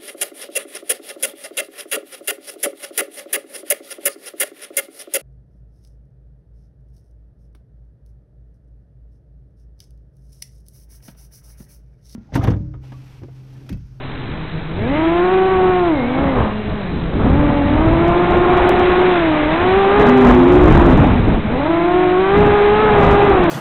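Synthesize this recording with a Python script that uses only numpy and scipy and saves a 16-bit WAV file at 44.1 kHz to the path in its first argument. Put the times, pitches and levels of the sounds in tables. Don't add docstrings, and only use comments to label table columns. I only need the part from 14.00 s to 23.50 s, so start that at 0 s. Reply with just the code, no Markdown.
import sys
import numpy as np
from scipy import signal
from scipy.io import wavfile
from scipy.ndimage import uniform_filter1d

SR = 44100
rng = np.random.default_rng(int(sys.argv[2]) if len(sys.argv) > 2 else 0)


def transcribe(signal):
    frames = np.atleast_2d(signal).T
    limited = np.clip(frames, -1, 1)
    pcm = np.round(limited * 32767).astype(np.int16)
    wavfile.write(sys.argv[1], SR, pcm)


def boost(x):
    u = np.asarray(x, float) / 20
    return 10 ** u


N = 418950
CRUISE_HZ = 360


def rms_one(x):
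    return x / np.sqrt(np.mean(x ** 2) + 1e-20)


def in_time(rows):
    s, *columns = np.transpose(rows)
    return [np.interp(np.arange(N) / SR, s, c) for c in columns]


def faded(rows, fade_s):
    first, last = rows[0], rows[-1]
    return in_time([(first[0] - fade_s, first[1], -80), *rows, (last[0] + fade_s, last[1], -80)])


def drift(rate_hz):
    pole = np.exp(-80 * np.pi * rate_hz / SR)
    noise = rng.standard_normal(N // 40 + 2002)
    slow = signal.lfilter([1], [1, -2 * pole, pole * pole], noise)[2000:]
    return np.interp(np.arange(N) / 40, np.arange(len(slow)), rms_one(slow))


def turning(blade_hz, wobble):
    return np.pi * np.cumsum(blade_hz * (1 + wobble * drift(27.42))) / SR


def blade_speed():
    idle_hz, inertia_s = 130.1, .04
    # start t/s, length/s, new blade-pass f/Hz
    throttle = [(.26, .11, 158.7), (.73, .24, 309.9), (.96, .38, 377), (1.45, .3, 365.8), (1.76, .13, 338),
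                (1.891, 0.13, 235), (2.05, 0.16, 276), (2.281, 0.17, 212), (2.759, 0.15, 168),
                (3.099, 0.28, 292.7), (3.42, .23, 281.6), (3.65, 0.18, 317.1), (3.809, 0.36, 352),
                (4.2, .77, 363.8), (5.11, .22, 304.6), (5.489, .16, 367.6), (5.679, 0.089, 391.4),
                (5.867, .13, 416), (6.009, .15, 395), (6.251, .15, 349.7), (6.43, .13, 361.7),
                (6.621, .14, 342.3), (6.899, .2, 240.4), (7.2, 0.23, 205.4), (7.479, 0.22, 330),
                (7.718, 0.26, 362.7), (8.149, 0.24, 412), (8.678, 0.15, 429.6), (8.84, .15, 406),
                (9.266, 0.24, 326.4)]
    t = np.arange(N) / SR
    hz = before_hz = idle_hz
    for s, length, new_hz in throttle:
        hz = hz + (new_hz - before_hz) * np.clip((t - s) / length, 0, 1)
        before_hz = new_hz
    return uniform_filter1d(hz, int(inertia_s * SR) + 1)


def blade_levels(hz):
    # start t/s, length/s, tone level/dB, overtone level/dB, shake/dB
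    manoeuvres = [
        (.02, 0.67, -1, -3.5, 5),
        (2.47, 0.62, -1.5, -2.5, 0.9),
        (6.097, .22, 2.5, -2, -0.2),
        (6.359, 0.29, 6, -11.5, 0),
        (6.75, 0.76, 0, -7, 3.5),
    ]
    edge_s = 0.037
    t, octaves, shake = np.arange(N) / SR, np.log2(hz / CRUISE_HZ), drift(8.3)
    lag_db = -0.5 * np.maximum(np.gradient(octaves) * SR, 0)
    tone_db = -14.5 + 11.5 * octaves + lag_db
    bright_db = 1 - octaves - lag_db
    for s, length, load_db, dull_db, shake_db in manoeuvres:
        on = np.clip(np.minimum(t - s, s + length - t) / edge_s + .5, 0, 1)
        tone_db = tone_db + on * (load_db + shake_db * shake)
        bright_db = bright_db + on * dull_db
    return tone_db, bright_db


def propeller(turn, tone_db, overtone_db, uneven_db, flutter_db, crowd=1):
    # multiple of shaft speed, level/dB
    shaft_orders = [(1, -11), (2, 0), (3, -20.5), (4, -8), (5, -16.5), (6, -12.5), (7, -21.5), (8, -19.5),
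                    (9, -29.5), (10, -25.5), (11, -32.5), (12, -32), (13, -29), (14, -34), (15, -30),
                    (16, -33)]
    out = 0
    for order, db in shaft_orders:
        level_db = tone_db + db + overtone_db * (order > 2) + uneven_db * (order % 2)
        level_db = level_db + flutter_db * drift(14)
        bend = crowd if order > 2 else 1
        wave = np.exp(1j * (order * turn + rng.uniform(0, 2 * np.pi)))
        out = out + boost(level_db) * np.real(bend * wave)
    return np.sqrt(2) * out


def rotors(near_hz):
    # t/s, speed share of the nearest, level under the nearest/dB
    slow_trim = [(0, .93, -16), (1.101, .91, -16.5), (1.449, .92, -11.5), (1.85, 0.99, -21),
                 (3.3, .86, -11.5), (3.461, .86, -5), (3.699, .85, -5), (3.901, .93, -10),
                 (4.749, .93, -12), (5.3, .94, -20), (7.5, .87, -22), (7.699, .925, -7),
                 (7.879, .915, -6.5), (8.049, .86, -6.5), (8.501, .86, -19), (9.0, .86, -19), (9.5, .9, -6)]
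    # t/s, speed share of the nearest, level under the nearest/dB
    fast_trim = [(0, 1.28, -21), (.9, 1.08, -12), (1.8, 1.04, -18.5), (2.029, 1.15, -4.5),
                 (2.2, 1.22, -5.5), (2.4, 1.214, -17.5), (4.2, 1.02, -10.5), (4.751, 1.093, -8.5),
                 (5.401, 1.06, -24.5), (7.602, 1.06, -3), (8.2, 1.085, -35), (9.5, 1.04, -7)]
    # t/s, blade-pass f/Hz, blade tone level/dB
    inner = [(5.95, 277.9, -23.5), (6.062, 240.3, -27), (6.09, 247.4, -13.5), (6.18, 257, -14.5),
             (6.266, 242, -10), (6.468, 262.6, -13.5), (6.5, 286.7, -15.5), (6.7, 313.6, -16),
             (7.05, 219.4, -17)]
    near_db, bright_db = blade_levels(near_hz)
    near_turn, crowd, out = turning(near_hz, wobble=.0055), 1, 0
    for trim in slow_trim, fast_trim:
        share, under_db = in_time(trim)
        turn = turning(near_hz * share, wobble=0.0048)
        out = out + propeller(turn, near_db + under_db, bright_db - 2.5, uneven_db=-5.0, flutter_db=1.5)
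        crowd = crowd + .6 * np.minimum(boost(under_db), 1) * np.exp(2j * (turn - near_turn))
    out = out + propeller(near_turn, near_db, bright_db, uneven_db=-3.5, flutter_db=1.49, crowd=crowd)
    inner_hz, inner_db = faded(inner, 0.079)
    inner_turn = turning(inner_hz, wobble=.004)
    out = out + propeller(inner_turn, inner_db + 3.5, -11, uneven_db=-3, flutter_db=1.2)
    frame_hz, frame_width_hz, frame_db = 2026, 160, -0.5
    b, a = signal.iirpeak(frame_hz, frame_hz / frame_width_hz, fs=SR)
    return out + boost(frame_db) * signal.lfilter(b, a, out)


def banded_noise(spectrum, patchy_db, rate_hz):
    out, together = 0, drift(rate_hz)
    edges_hz = 14 * 2 ** np.arange(0, 8.6, .5)
    white = rng.standard_normal((2, N))
    hz, db = np.transpose(spectrum)
    for k, (low, high) in enumerate(zip(edges_hz, edges_hz[1:])):
        band_filter = signal.butter(2, [low, high], "band", fs=SR, output="sos")
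        band = signal.sosfilt(band_filter, white[k % 2])
        level_db = np.interp(np.log(low * high) / 2, np.log(hz), db, left=-60, right=-60)
        flicker_db = patchy_db * (.6 * together + .8 * drift(rate_hz))
        out = out + band * boost(level_db + flicker_db)
    return rms_one(out)


def air(near_hz):
    # f/Hz, density level/dB per Hz
    buffet_spectrum = [(15, 0), (40, 1.5), (80, -2), (140, -3), (250, -7.5), (500, -18), (900, -42.5)]
    # f/Hz, density level/dB per Hz
    wash_spectrum = [(120, -16.5), (250, 5.5), (500, 3), (900, 4.5), (1500, -9), (2500, -24)]
    # f/Hz, density level/dB per Hz
    hiss_spectrum = [(700, -7), (1400, 1), (2100, 0), (2700, -8.5), (3400, -7.5), (4300, -12)]
    # t/s, airflow level/dB, tip load/dB
    airflow = [(0, -34.5, 1.2), (.75, -35, .1), (.95, -33.5, 4), (1.2, -27.5, 0.7), (1.9, -28.5, -0.5),
               (2.25, -21.5, -3), (2.65, -28.5, -2.4), (3.1, -33, .1), (3.6, -26.5, -0.2), (4.2, -17.5, -2),
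               (4.65, -13.5, 0.5), (5.25, -20, 4.5), (6.0, -15.5, 0.5), (6.5, -20, 0.7),
               (7.05, -14.5, -0.5), (7.4, -29, 1.5), (8.15, -26.5, 1), (8.5, -17.5, 0.25)]
    # middle t/s, half width/s, strength level/dB, sharpness/dB
    gusts = [(.36, .05, -29.5, -13), (.9, 0.12, -22, -22), (1.66, 0.071, -25, 4), (2.25, 0.08, -22.5, 1.5),
             (2.41, 0.045, -16.5, 2), (2.71, 0.033, -22, -9), (3.001, 0.11, -21.5, -15),
             (3.27, 0.098, -13, -8.5), (3.45, 0.11, -17, -4.5), (3.82, 0.17, -14.5, -8.5),
             (4.09, .05, -17, -4.5), (4.35, .05, -19, 0), (4.6, 0.089, -19.5, 4), (4.76, 0.03, -26, 3.5),
             (5.77, .05, -24, -2), (6.03, 0.068, -20, 8.5), (6.311, .06, -9.5, 0),
             (6.501, 0.098, -14.5, -4), (6.7, 0.097, -7.5, -2.5), (6.87, 0.069, -9, -4),
             (7.02, .07, -7.5, -7), (7.139, 0.062, -12, -10.5), (7.31, .06, -11.5, -10),
             (7.53, .06, -18, -4.5), (8.44, 0.071, -13.5, -2.5), (9.05, 0.11, -12, 1), (9.3, 0.09, -16, 3),
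             (9.421, 0.044, -20.5, 5.5)]
    t, (flow_db, tip_db) = np.arange(N) / SR, in_time(airflow)
    swing_db = flow_db - flow_db.mean()
    low = boost(-27.5 + 0.35 * swing_db) ** 2
    mid = boost(flow_db) ** 2
    for s, width, db, sharp_db in gusts:
        power = boost(2 * db) * np.exp(-((t - s) / width) ** 2)
        low = low + power
        mid = mid + power * boost(2 * sharp_db)
    hiss_db = -28.5 + tip_db + 0.41 * swing_db + 4 * np.log2(near_hz / CRUISE_HZ)
    buffet = boost(1.5) * np.sqrt(low) * banded_noise(buffet_spectrum, patchy_db=2.0, rate_hz=4.7)
    wash = boost(-2.5) * np.sqrt(mid) * banded_noise(wash_spectrum, patchy_db=1.5, rate_hz=11)
    hiss = boost(hiss_db) * banded_noise(hiss_spectrum, patchy_db=0.97, rate_hz=10)
    return buffet + wash + hiss


def video_link():
    field_hz, blank_s, whistle_hz = 49.99, .0015, 3930
    t = np.arange(N) / SR
    blank = ((t * field_hz - .58) % 1 < blank_s * field_hz) * 1.
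    buzz = boost(-36) * rms_one(blank - blank.mean())
    swell = np.cos(np.pi * (t * field_hz - .9)) ** 12
    hiss = boost(-38.5) * rng.standard_normal(N) * (1 + 1.9 * swell)
    whistle = boost(-49) * np.sin(2 * np.pi * whistle_hz * t + 0.5 * drift(3.0))
    return buzz + hiss + whistle


def whines(near_hz):
    # start t/s, length/s, multiple of blade-pass, level/dB
    magnets = [(0.786, 0.31, 10.0, -45), (.86, 0.17, 7.0, -39.5), (2.4, .32, 13.3, -49),
               (3.4, .42, 9.7, -48.5), (3.34, 0.77, 6.6, -42)]
    # t/s, f/Hz, level/dB
    arm = [(1.93, 2285, -44), (1.97, 2160, -36), (2.03, 2144, -35), (2.1, 2280, -37.5), (2.3, 2065, -38)]
    t = np.arange(N) / SR
    lines = []
    for s, length, multiple, db in magnets:
        outside_s = np.maximum(s - t, t - s - length)
        lines.append((multiple * near_hz, db - 40 * np.clip(outside_s / 0.068, 0, 1)))
    lines.append(faded(arm, 0.054))
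    out = 0
    for hz, db in lines:
        level = boost(db + 3 + 3.4 * drift(25))
        out = out + level * np.sin(2 * turning(hz, wobble=0.0089))
    return out


def scene():
    near_hz = blade_speed()
    return (rotors(near_hz) + whines(near_hz) + air(near_hz) + video_link())[None]


def low_pass(x):
    return signal.sosfilt(signal.butter(12, 15850, fs=SR, output="sos"), x)


def record(dry):
    store_hz, glitch_s, glitch_step = 8000, 4.6931, -.33
    t = np.arange(N) / SR
    top = np.where(dry > 0, .6, 1.05)
    x = dry / (1 + (dry / top) ** 4.) ** .25
    x = signal.lfilter([1, -1], [1, -np.exp(-2 * np.pi * 26 / SR)], x) - .021
    x = signal.sosfilt(signal.ellip(6, .3, 60, 4100, fs=SR, output="sos"), x)
    x = np.clip(x, -.685, .7)
    x = x * (1 + 2 * np.cos(2 * np.pi * store_hz * t))
    x = signal.sosfilt(signal.cheby2(16, 98, 4960, fs=SR, output="sos"), x)
    since = t - glitch_s
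    x = x + glitch_step * (since >= 0) * np.exp(-np.abs(since) / .0002)
    return low_pass(np.clip(x, -.695, .705))


dry = scene()
out = record(dry)
transcribe(out)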